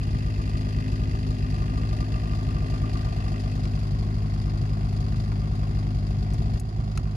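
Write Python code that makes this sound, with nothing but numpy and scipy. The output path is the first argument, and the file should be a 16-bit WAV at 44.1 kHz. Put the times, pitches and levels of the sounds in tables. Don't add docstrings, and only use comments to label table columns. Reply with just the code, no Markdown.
import sys
import numpy as np
from scipy import signal
from scipy.fft import rfft, irfft, next_fast_len
from scipy.io import wavfile
from scipy.ndimage import uniform_filter1d

SR = 44100
rng = np.random.default_rng(int(sys.argv[2]) if len(sys.argv) > 2 else 0)


def digitize_waveform(pressure):
    field = np.atleast_2d(pressure).T
    bounded = np.clip(field, -1, 1)
    quanta = np.round(bounded * 32767).astype(np.int16)
    wavfile.write(sys.argv[1], SR, quanta)


N = 315743
TIME = np.arange(N) / SR

# t/s, firing rate f/Hz
IDLE_SPEED = [(0.0, 51.91), (1.19, 51.71), (1.39, 50.59), (1.79, 52.04), (2.19, 52.19), (2.59, 51.18),
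              (2.98, 52.1), (3.58, 50.53), (4.18, 51.59), (4.38, 50.44), (4.77, 51.49), (5.37, 50.89),
              (5.77, 50.97), (5.97, 49.8), (6.76, 53.24), (7.16, 49.78)]
FIRST_STROKE_S = 0.0055
SURGE_LOW_HZ, SURGE_HIGH_HZ = 7.5, 18
# t/s, level/dB
BURN_SWING = [(0, 4.4), (2.9, 4.0), (3.3, 3.1), (6.3, 3.1), (6.6, 4.4)]
HARD_BURNS = [0.14, 0.391, 0.546, 0.778, 0.932, 1.3, 1.437, 1.614, 1.767, 1.922, 2.325, 2.558, 2.733, 2.83,
              2.946, 3.062, 3.648, 3.942, 4.725, 4.999, 5.626, 6.22, 6.548, 6.795]
HARD_BURN_SWINGS, HARD_BURN_REACH = 1.11, 1.8

# f/Hz, width/Hz, level/dB
SILENCER_MODES = [(122.5, 25.3, 2.5), (144.7, 11, 2.5), (207.3, 21.3, -7), (398, 54, -12.5),
                  (540, 100, -19.5)]
FRONT_CHAMBER_MODE = [(202.2, 19, 0)]
PIPE_MODES = [(333.3, 56, -2), (495.5, 16, -8.5), (617.8, 20.3, -3.5)]
CLUTCH_MODES = [(689, 71, 6.5), (788, 49, 0.5), (410, 130, -3)]
CRANKCASE_MODES = [(863, 340, 4), (1500, 610, 2), (1700, 210, 4.5), (2150, 270, -5), (2437, 21, -4.5),
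                   (2610, 720, -16), (3360, 90, -0.5)]
SMALL_STEEL_MODES = [(3460, 1680, -7), (4645, 430, 2), (5050, 356, -0.5), (6775, 930, -9),
                     (9120, 1200, -17.5), (10900, 820, -14), (12600, 3700, -24)]
PIPE_WALL_MODES = [(1551, 35, 4), (1660, 47, 4.5), (1916, 215, 5.5), (2107, 37, 4), (2429, 31, 5.5),
                   (2594, 28.4, 9), (2755, 87, 5), (3170, 41, -1.5), (3315, 31, -2)]
PANEL_MODES = [(1074, 64, -8), (1199, 117, -13), (1371, 86, -13), (1562, 53, -14.5)]
RATCHET_HANDLE_MODES = [(890, 80, 12.5), (1380, 200, 8.5), (2120, 190, 6), (2660, 260, 5), (3980, 160, -1),
                        (4430, 160, 1), (4940, 280, -1), (5400, 560, -3), (6600, 130, 2), (7360, 1900, -11),
                        (10800, 1600, -12), (13100, 770, -17)]
PANEL_RING_HZ = 1190

BOOM_DB, THROB_DB, PIPE_DB, HUM_DB, CLUTCH_DB = -40, -48, -50, -43.5, -53.5
CLATTER_DB, TICKING_DB, SHELL_DB, PANEL_DB = -55.5, -56, -55, -58.5
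ENGINE_DB = 4.5

# t/s, buzz level/dB, ring level/dB, left port lag t/s
PANEL_PASS = [(0, -8, -53.5, 0.00038), (1.45, -5.5, -55.5, 0.00036), (1.65, 0, -53, 0.00033),
              (3.0, 2, -53.5, 0.00028), (3.3, 0, -54.5, 0.00031), (3.8, 2, -65, 0.00029),
              (5.4, 1, -60.5, 0.00029), (6.5, -1.5, -66, 0.00035), (7.15, 1, -65, 0.00022)]
# t/s, level/dB
SEAT_SHADOW = [(2.8, -0.5), (3.4, -0.5), (3.9, -7), (7.15, -8.5)]
HUM_SHADOW = 0.87
EXHAUST_RISE = 0.14
# t/s, level/dB
CLUTCH_NEAR = [(1.3, -5), (1.9, 0.5), (2.7, 1.2), (3.2, 2.5), (3.6, 0), (5.3, -1), (6.3, 0.5), (7.15, 1.5)]
# t/s, level/dB
TICKING_NEAR = [(0, 0), (2.2, 0), (3.55, 0.2), (3.9, -1.3), (5.5, -2), (6.4, -2.2), (7.15, -2)]

# t/s, level/dB (before the decay sets the loudness), lowest f/Hz, highest f/Hz, t60 t/s
RATCHET_HITS = [(3.653, -38.5, 2300, 5000, 0.026), (5.317, -40.5, 500, 2000, 0.05),
                (6.336, -45.5, 5800, 15000, 0.038), (6.597, -40, 7700, 15000, 0.034),
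                (6.9745, -29, 605, 14000, 0.025)]
RATCHET_PAN_DB = 3
# t/s, left level/dB, right level/dB
ENGINE_DIP = [(6.6, -6.5, -5.5), (6.66, -5.5, -3), (6.8, -3.5, -1), (7.15, -4, -1.3)]
DIP_START_S = 6.57
# f/Hz, left minus right level/dB
PORT_COLOUR = [(60, 1), (400, 1.8), (1000, 0.9), (2000, -0.3), (3600, 5), (4500, 5.8), (5600, 4),
               (6700, -6), (8000, 2), (9500, 8.5), (11000, 6.5), (13000, 0)]
PORT_LAG_S = 0.00038
CUTOFF_HZ = 15000


def from_db(db):
    return 10 ** (np.asarray(db) / 20)


def rms_one(x):
    return x / np.sqrt(np.mean(x ** 2) + 1e-20)


def in_time(rows):
    s, *columns = np.transpose(rows)
    return [from_db(np.interp(TIME, s, c)) for c in columns]


def cut(x, hz, kind, order=2):
    sos = signal.butter(order, min(hz, .45 * SR), kind, fs=SR, output="sos")
    return signal.sosfilt(sos, x)


def resonate(x, modes):
    out = 0
    for k, (hz, width, db) in enumerate(modes):
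        r = np.exp(-np.pi * width / SR)
        poles = [1, -2 * r * np.cos(2 * np.pi * hz / SR), r * r]
        ringing = signal.lfilter([1, 0, -1], poles, x + 1e-18)
        out = out + (-1) ** k * from_db(db) * (1 - r * r) / 2 * ringing
    return out


def clicks(times, sizes):
    at = np.round(times * SR).astype(int)
    inside = (at >= 0) & (at < N)
    return np.bincount(at[inside], (sizes * np.ones(len(at)))[inside], N)


def puffs(times, sizes, width_s):
    around = np.arange(-SR // 50, SR // 50 + 1) / SR
    bell = np.exp(-.5 * (around / width_s) ** 2)
    return signal.fftconvolve(clicks(times, sizes), bell, "same")


def bursts(times, sizes, decay_s):
    return signal.lfilter([1], [1, -np.exp(-1 / (decay_s * SR))], clicks(times, sizes) + 1e-18)


def scatter(count, spread_db):
    return from_db(spread_db * np.clip(rng.standard_normal(count), -2, 2))


def rattle(envelope, per_s, hiss, apart):
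    contacts = (rng.random((3, N)) < per_s / SR) * rng.standard_normal((3, N))
    grains = envelope * (rms_one(contacts) + hiss * rng.standard_normal((3, N)))
    return grains[0] + apart * grains[1:]


def firings():
    s, hz = np.transpose(IDLE_SPEED)
    fired = np.cumsum(np.interp(TIME, s, hz)) / SR
    count = np.arange(int(fired[-1]) + 1)
    times = FIRST_STROKE_S + np.interp(count, fired, TIME)
    surge = signal.butter(2, [SURGE_LOW_HZ, SURGE_HIGH_HZ], "band", fs=hz.mean(), output="sos")
    wander = signal.sosfilt(surge, rng.standard_normal(2 * len(count)))[-len(count):]
    burn = np.tanh(rms_one(wander))
    for hard_s in HARD_BURNS:
        after = count - np.argmin(np.abs(times - hard_s))
        grip = np.exp(-.5 * (after / HARD_BURN_REACH) ** 2)
        chug = HARD_BURN_SWINGS * np.cos(np.pi / 2 * after)
        burn = burn + grip * (chug - burn)
    swing_db = np.interp(times, *np.transpose(BURN_SWING))
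    return times, from_db(swing_db * burn), (count + 1) % 2


def exhaust(times, strength, late_s=0.0029, settle_s=0.0235):
    force = strength / strength.mean()
    puff = from_db(-20) * puffs(times + late_s * np.log(force), force ** 1.08, width_s=0.0016)
    gulp = from_db(-23.5) * puffs(times + 0.0078, force ** -.6, width_s=0.0018)
    flow = puff + gulp
    slow = uniform_filter1d(flow, int(SR * settle_s))
    return cut(slow - flow, 1.9, "high", order=1)


def silencer(times, strength):
    gas = rms_one(bursts(times, strength ** 0.18, decay_s=0.014)) + .5
    boom = resonate(gas * rng.standard_normal(N), SILENCER_MODES)
    return rms_one(cut(boom, 510, "low"))


def pipe(times, strength):
    gas = rms_one(bursts(times, strength, decay_s=0.032)) + .5
    turbulence = rattle(gas, per_s=2000, hiss=1.63, apart=0.45)
    return rms_one(cut(resonate(turbulence, PIPE_MODES), 960, "low"))


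def hum(times, swell_db=3.0, swell_hz=6):
    strokes = np.interp(TIME, times, np.arange(len(times)))
    note = np.sin(2 * np.pi * 5 * strokes)
    sway = np.interp(TIME, times, scatter(len(times), spread_db=1.0))
    wander = rms_one(cut(rng.standard_normal(N), swell_hz, "low"))
    swells = from_db(swell_db * np.clip(wander, -2, 1))
    return rms_one(note * sway * swells)


def throb(times, strength):
    ringing = resonate(clicks(times + 0.0014, strength ** 1.37), FRONT_CHAMBER_MODE)
    return rms_one(cut(ringing, 360, "low"))


def clutch(times, strength, cylinder):
    takes_up = cylinder == 0
    sizes = np.where(takes_up, 1, .33) * strength ** 0.25 * scatter(len(times), spread_db=1.4)
    at = times + np.where(takes_up, 0.0037, -0.0022)
    chatter = rms_one(bursts(at, sizes, decay_s=.04) * rng.standard_normal(N))
    blows = rms_one(clicks(at, sizes)) + .45 * chatter
    knocks = resonate(blows, CLUTCH_MODES)
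    return rms_one(resonate(knocks, [(644, 600, 0)]))


def clatter(times, strength, cylinder):
    sizes = strength ** 0.13 * scatter(len(times), spread_db=1.5)
    loose = sizes * (cylinder == 0)
    slaps = bursts(times + 0.0071, sizes, decay_s=0.0025)
    touches = bursts(times + 0.0025, 0.61 * loose, decay_s=0.0048)
    rebounds = bursts(times + 0.015, 0.46 * loose, decay_s=0.0065)
    shake = rms_one(slaps + touches + rebounds) + 1.2
    grains = rattle(shake, per_s=6000, hiss=1.0, apart=0.61)
    return rms_one(cut(resonate(grains, CRANKCASE_MODES), 3060, "low"))


def ticking(times, strength, cylinder):
    sizes = strength ** 0.079 * scatter(len(times), spread_db=2.3)
    knocked = sizes * (cylinder == 0)
    shake = bursts(times + 0.00705, 0.7 * sizes, decay_s=0.0055)
    shake = shake + bursts(times + 0.0035, 0.96 * knocked, decay_s=0.01)
    shake = shake + bursts(times + 0.014, 0.5 * knocked, decay_s=0.0054)
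    shake = rms_one(cut(shake, 400, "low", order=1)) + .8
    grains = rattle(shake, per_s=7000, hiss=0.98, apart=2.2)
    return rms_one(cut(resonate(grains, SMALL_STEEL_MODES), 1500, "high"))


def shell(times, jitter_s=0.00015):
    at = times + 0.0074 + jitter_s * rng.standard_normal(len(times))
    sizes = scatter(len(times), spread_db=1.3)
    shake = rms_one(bursts(at, sizes, decay_s=.004)) + .6
    buzz = rattle(shake, per_s=2500, hiss=0.8, apart=1.3)
    pings = .8 * rms_one(clicks(at, sizes))
    return rms_one(resonate(pings + rms_one(buzz), PIPE_WALL_MODES))


def panel_ring(times, strength, waver_hz=14):
    swell = rms_one(cut(bursts(times - .001, strength ** 2.13, decay_s=0.0079), 34, "low"))
    hz = PANEL_RING_HZ + waver_hz * rms_one(cut(rng.standard_normal(N), 38.2, "low"))
    return swell * np.sqrt(2) * np.sin(2 * np.pi * np.cumsum(hz) / SR)


def panel(times, strength, cylinder):
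    sizes = strength ** 1.55
    shake = bursts(times + 0.013, sizes, decay_s=0.016)
    buzz = rattle(shake, per_s=1200, hiss=0.85, apart=0.94)
    jolts = clicks(times + .0095, sizes * np.where(cylinder == 1, 1, .4))
    return rms_one(resonate(rms_one(jolts) + rms_one(buzz), PANEL_MODES))


def ratchet():
    out = 0
    for s, db, low_hz, top_hz, t60 in RATCHET_HITS:
        dying = (TIME >= s) * from_db(-60 * np.clip(TIME - s, 0, .2) / t60)
        strike = clicks(np.array([s + 0.00044]), 7.8)
        crunch = rattle(dying, per_s=8000, hiss=0.97, apart=0.98)
        ringing = resonate(strike + crunch, RATCHET_HANDLE_MODES)
        clack = cut(cut(ringing, low_hz, "high"), top_hz, "low")
        out = out + from_db(db) * rms_one(clack) * np.sqrt(np.mean(dying ** 2))
    return out


def at_ports(x, lag_s):
    left, right = np.broadcast_to(x, (2, N))
    return np.array([np.interp(TIME - lag_s / 2, TIME, left), np.interp(TIME + lag_s / 2, TIME, right)])


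def scene():
    times, strength, cylinder = firings()
    past_seat, = in_time(SEAT_SHADOW)
    clutch_near, = in_time(CLUTCH_NEAR)
    ticking_near, = in_time(TICKING_NEAR)
    s, buzz_db, ring_db, lag_s = np.transpose(PANEL_PASS)
    buzzing, ringing = in_time(np.transpose([s, buzz_db, ring_db]))

    outlet = exhaust(times, strength) + from_db(BOOM_DB) * silencer(times, strength)
    outlet = outlet + from_db(THROB_DB) * throb(times, strength)
    low = outlet * past_seat ** -EXHAUST_RISE
    low = low + from_db(PIPE_DB) * past_seat * pipe(times, strength)
    low = low + from_db(HUM_DB) * past_seat ** HUM_SHADOW * hum(times)
    low = low + from_db(CLUTCH_DB) * clutch_near * clutch(times, strength, cylinder)

    metal = from_db(CLATTER_DB) * clatter(times, strength, cylinder)
    metal = metal + from_db(TICKING_DB) * ticking_near * ticking(times, strength, cylinder)
    metal = metal + from_db(SHELL_DB) * past_seat * shell(times)

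    side = ringing * panel_ring(times, strength)
    side = side + from_db(PANEL_DB) * buzzing * panel(times, strength, cylinder)

    engine = at_ports(low + metal, PORT_LAG_S) + at_ports(side, np.interp(TIME, s, lag_s))
    dip = np.array(in_time([(DIP_START_S, 0, 0), *ENGINE_DIP]))
    pan = from_db([[RATCHET_PAN_DB / 2], [-RATCHET_PAN_DB / 2]])
    return from_db(ENGINE_DB) * engine * dip + ratchet() * pan


def record(dry):
    hz, tilt_db = np.transpose(PORT_COLOUR)
    size = next_fast_len(N + SR // 10)
    bins = np.maximum(np.fft.rfftfreq(size, 1 / SR), 1)
    tilt = np.interp(np.log(bins), np.log(hz), tilt_db)
    coloured = irfft(rfft(dry, size) * from_db([tilt / 2, -tilt / 2]), size)[:, :N]
    steep = signal.ellip(10, .1, 90, CUTOFF_HZ, fs=SR, output="sos")
    return signal.sosfilt(steep, coloured)


dry = scene()
out = record(dry)
digitize_waveform(out)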